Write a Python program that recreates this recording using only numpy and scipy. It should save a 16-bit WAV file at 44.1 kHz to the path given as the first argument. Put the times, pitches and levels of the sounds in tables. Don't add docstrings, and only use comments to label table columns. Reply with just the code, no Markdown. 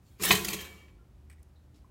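import sys
import numpy as np
from scipy import signal
from scipy.fft import rfft, irfft
from scipy.io import wavfile

SR = 44100
rng = np.random.default_rng(int(sys.argv[2]) if len(sys.argv) > 2 else 0)


def generate_wav(sig):
    pcm = np.round(np.clip(np.atleast_2d(sig).T, -1, 1) * 32767).astype(np.int16)
    wavfile.write(sys.argv[1], SR, pcm)


N = 83790
T = np.arange(N) / SR
RING_SIZE = 2 ** 15
RING_T = T[:RING_SIZE]
FREQS = np.maximum(np.fft.rfftfreq(N, 1 / SR), 1)
RING_FREQS = np.maximum(np.fft.rfftfreq(RING_SIZE, 1 / SR), 1)


def amp(db):
    return 10 ** (np.asarray(db) / 20)


def unit(x):
    return x / np.sqrt(np.mean(x ** 2))


def fade(t60, size=N):
    return np.exp(-np.log(1000) * T[:size] / t60)


def swell(hz, t60):
    build_cycles = 1.9
    build_up = 1 - np.exp(-RING_T * hz / build_cycles)
    return build_up * fade(t60, RING_SIZE)


def noise(db):
    size = 2 * (len(db) - 1)
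    spectrum = rfft(rng.standard_normal(size))
    return unit(irfft(spectrum * amp(db)))


def colour(points, freqs=RING_FREQS):
    hz, db = np.array(points).T
    return np.interp(np.log(freqs), np.log(hz), db)


def burst(db, t60):
    cloud = noise(db)
    return unit(cloud * fade(t60, len(cloud))) / np.sqrt(len(cloud))


def ring(modes):
    return sum(amp(db) * np.sin(2 * np.pi * hz * RING_T) * swell(hz, t60) for hz, db, t60 in modes)


def through(x, response):
    return signal.fftconvolve(x, response)[:N]


def at(s, x):
    return np.pad(x, (int(s * SR), N))[:N]


def knocks(rows):
    return sum(at(s, amp(db) * (T == 0)) for s, db in rows)


def grains(size=N):
    contacts_per_s = 4000
    hit = rng.random(size) < contacts_per_s / SR
    sign = np.sign(rng.uniform(-1, 1, size))
    strength = amp(rng.uniform(-6.05, 5.5, size))
    return unit(hit * sign * strength)


def steel(force):
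    # (frequency [Hz], level [dB])
    steel_colour = [(30, -35.5), (130, -8), (400, -0.5), (650, -9.5), (1100, -5), (1500, -2.5), (2000, 1.5),
                    (3300, 0.5), (4200, 0.5), (5200, -3.5), (7100, 0), (8500, -2.5), (10300, -6),
                    (12200, -1.5), (15500, -6.5)]
    clink_t60_s, shimmer_t60_s, shimmer_db = 0.022, 0.52, -10.5
    clink = unit(fade(clink_t60_s, RING_SIZE))
    shimmer = unit(fade(shimmer_t60_s, RING_SIZE))
    envelope = np.hypot(clink, amp(shimmer_db) * shimmer)
    return through(force, noise(colour(steel_colour)) * envelope / np.sqrt(RING_SIZE))


def ventilation():
    # (frequency [Hz], level [dB])
    air_colour = [(20, -34.5), (35, -12.5), (52, 4.5), (80, -3.5), (130, -11.5), (190, -14.5), (370, -25.5),
                  (600, -28.5), (1000, -31.5), (2000, -39), (5000, -45), (15000, -50.5)]
    # (frequency [Hz], rms level [dB])
    hum_tones = [(74.5, -59.5), (122, -68), (223, -80), (299, -77), (373, -81)]
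    air_db = -57
    waver = 0.39
    slow = -20 * np.log10(1 + (FREQS / 5) ** 2)
    hum = 0
    for hz, db in hum_tones:
        loudness = amp(db) * np.sqrt(2) * (1 + waver * noise(slow))
        phase = 2 * np.pi * hz * T + waver * noise(slow)
        hum = hum + loudness * np.sin(phase)
    return hum + amp(air_db) * noise(colour(air_colour, FREQS))


def ticks():
    # (time [s], level [dB], frequency [Hz], width [octaves], t60 [s])
    tick_list = [(.881, -61, 1963, 1.3, 0.079), (0.987, -66.5, 1367, 0.073, .18),
                 (1.381, -70, 2074, .2, 0.047), (1.4289, -53, 11000, 0.76, .007),
                 (1.432, -55, 7470, 1.2, 0.0053), (1.557, -75.5, 3940, 0.17, 0.25),
                 (1.74, -53.5, 293.7, 0.68, 0.11), (1.7433, -68, 3830, 1.16, 0.12),
                 (1.758, -69.5, 3950, 1.9, 0.27), (1.8444, -53, 1067, .12, 0.037)]
    out = 0
    for s, db, hz, width, t60 in tick_list:
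        octaves_away = np.log2(RING_FREQS / hz)
        band = noise(-40 * np.log10(1 + (octaves_away / width) ** 2))
        out = out + at(s, amp(db) * band * swell(hz, t60))
    return out


def lever():
    # (time [s], level [dB])
    click_list = [(1.299, -54), (1.314, -59.5), (1.3271, -58.5), (1.3928, -72)]
    # (frequency [Hz], level [dB])
    lever_colour = [(800, -22.5), (2150, 1.5), (3300, -14), (7400, -17), (8250, -1), (9100, -13),
                    (16000, -21)]
    t60_s = 0.053
    out = 0
    for s, db in click_list:
        click = noise(colour(lever_colour)) * fade(t60_s, RING_SIZE)
        out = out + at(s, amp(db) * click)
    return out


def spring():
    # (frequency [Hz], level [dB], t60 [s])
    spring_notes = [(533.5, -55.5, 0.67), (1739, -55, 0.6), (2286, -52, 0.8), (2798, -46.5, 0.3),
                    (3174, -43.5, 0.44)]
    # (time [s], strength [dB])
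    kicks = [(.486, -2), (.586, -2), (.652, -7), (.765, -16.5)]
    waver, waver_hz = 0.53, 28
    rest_s, damping_db_per_s = 0.887, 200
    waver_colour = -20 * np.log10(1 + (FREQS / waver_hz) ** 2)
    song = 0
    for note in spring_notes:
        unsteady = 1 + waver * noise(waver_colour)
        song = song + unsteady * through(knocks(kicks), ring([note]))
    return song * amp(-damping_db_per_s * np.maximum(T - rest_s, 0))


def shell():
    # (frequency [Hz], relative level [dB], t60 [s])
    shell_notes = [(76.54, -7.5, 0.52), (113.6, -5.5, 0.15), (152.7, -2.5, 0.16), (188.8, 2.5, .24),
                   (351.8, -3.5, 0.26), (430.3, -3.5, 0.14)]
    # (time [s], strength [dB])
    jolts = [(.2, -10), (.292, 4.5), (.311, 4), (.345, -8.5), (.486, -15)]
    shell_db, shudder_db = -28.5, -42.5
    from_s, to_s = .2, .56
    shudder = amp(shudder_db) * grains() * (T > from_s) * (T < to_s)
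    return through(knocks(jolts) + shudder, ring(shell_notes)) * amp(shell_db)


def scrape():
    # (time [s], level [dB])
    contact_level = [(0.019, -80), (.075, -70), (.175, -75.5), (0.206, -46), (0.228, -36), (0.241, -25.5),
                     (.257, -28), (.278, -30.5), (0.294, -29), (.325, -33), (.37, -36), (.43, -46.5),
                     (.51, -37), (0.548, -51), (.585, -49)]
    stretch_s = .035
    when, db = np.array(contact_level).T
    force = grains() * amp(np.interp(T, when, db, left=-np.inf, right=-np.inf))
    sound = 0
    for s in np.arange(when[0], when[-1] + stretch_s, stretch_s):
        blend = np.sqrt(np.maximum(1 - np.abs(T - s) / stretch_s, 0))
        sound = sound + steel(force * blend)
    return sound, force


def rattles():
    # (time [s], level [dB], length [s], treble tilt [dB per octave])
    rattle_list = [(0.1967, -49.5, 0.039, -5), (0.222, -31.5, 0.0058, 2), (0.234, -27, 0.0072, 4.5),
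                   (0.251, -37.5, 0.0091, 14), (0.287, -42, 0.034, 11), (0.313, -21.5, 0.021, -0.5),
                   (0.324, -32, 0.005, 9), (0.3505, -22, 0.0045, -1), (0.4454, -28.5, 0.0097, 1.5),
                   (0.483, -29.5, 0.0077, -0.5), (0.5296, -31, 0.019, -0.5), (0.544, -29.5, 0.0016, -1),
                   (0.5878, -47, 0.027, -3.5), (0.6028, -41, 0.026, -0.5), (0.6426, -47.5, 0.035, -1.5),
                   (0.701, -61.5, 0.14, -3)]
    tilt_centre_hz = 5060
    octaves = np.log2(np.maximum(RING_FREQS / tilt_centre_hz, .1))
    sound, force = 0, 0
    for s, db, length, tilt in rattle_list:
        contacts = irfft(rfft(grains(RING_SIZE)) * amp(tilt * octaves))
        dying = np.exp(-np.minimum(RING_T / length, 10) ** 2)
        chatter = amp(db) * contacts * dying
        sound = sound + at(s, steel(chatter))
        force = force + at(s, chatter)
    return sound, force


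def racks():
    # (frequency [Hz], relative level [dB], t60 [s])
    wire_notes = [(1019, -1.5, .3), (1105, 1.5, 0.25), (1345, -6, 0.19), (1873, 0.5, 0.21),
                  (2545, -2.5, 0.23), (2770, -1, 0.13), (3140, -4, 0.1), (3187, 4.5, .2),
                  (3890, -3.5, 0.24)]
    # (time [s], level [dB])
    rack_knocks = [(.3235, -26.5), (.331, -21), (.353, -22.5)]
    wires_db = -52
    scrape_sound, scrape_force = scrape()
    rattle_sound, rattle_force = rattles()
    wires = amp(wires_db) * through(scrape_force + rattle_force, ring(wire_notes))
    knocking = through(knocks(rack_knocks), ring([(3120, 0, 0.043)]))
    return scrape_sound + rattle_sound + wires + knocking


def clack():
    # (time [s], strength [dB], contact time [ms])
    blows = [(0.307, 3.5, .04), (0.3097, 4, 0.11), (0.311, -6.5, .2), (0.3158, -6, .1)]
    # (frequency [Hz], relative level [dB], t60 [s])
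    stop_notes = [(416.6, -10, 0.11), (544, -17.5, 0.061), (737, -12.5, 0.053), (1041, -6.5, 0.035),
                  (1124, -13, .05), (2147, -3, 0.03), (2463, -1, .03), (2520, -2, 0.056), (3060, -6, .05),
                  (3560, -8, 0.04), (3915, -5, 0.13), (4280, -9.5, 0.045)]
    # (frequency [Hz], level [dB])
    crack_colour = [(30, -33.5), (110, -16.5), (400, -8), (1500, -6), (2500, 3), (4200, -0.5),
                    (6000, -17.5), (16000, -31)]
    stop_db, crack_db, crack_t60_s = -22.5, -1, 0.016
    frame = amp(stop_db) * ring(stop_notes)
    out = 0
    for s, db, contact_ms in blows:
        push = np.exp(-RING_T / (contact_ms / 1000))
        push = push / np.sqrt(push.sum())
        blow = frame + amp(crack_db) * burst(colour(crack_colour), crack_t60_s)
        out = out + amp(db) * at(s, through(blow, push))
    return out


def room(direct):
    t60_s, level_db, top_hz = 0.34, -13, 4960
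    bass_t60_s, bass_db, bass_hz = 1.1, -22.5, 710
    walls = amp(level_db) * burst(-10 * np.log10(1 + (FREQS / top_hz) ** 2), t60_s)
    bass = amp(bass_db) * burst(-20 * np.log10(1 + (FREQS / bass_hz) ** 2), bass_t60_s)
    return through(direct, at(.006, walls + bass))


def scene():
    direct = ticks() + lever() + spring() + shell() + racks() + clack()
    return (direct + room(direct) + ventilation())[None]


def record(dry):
    mic_low_hz, top_hz = 43, 15850
    bass_cut = signal.butter(2, mic_low_hz, "high", fs=SR, output="sos")
    top_cut = signal.ellip(12, .1, 80, top_hz, fs=SR, output="sos")
    return signal.sosfilt(top_cut, signal.sosfilt(bass_cut, dry))


dry = scene()
out = record(dry)
generate_wav(out)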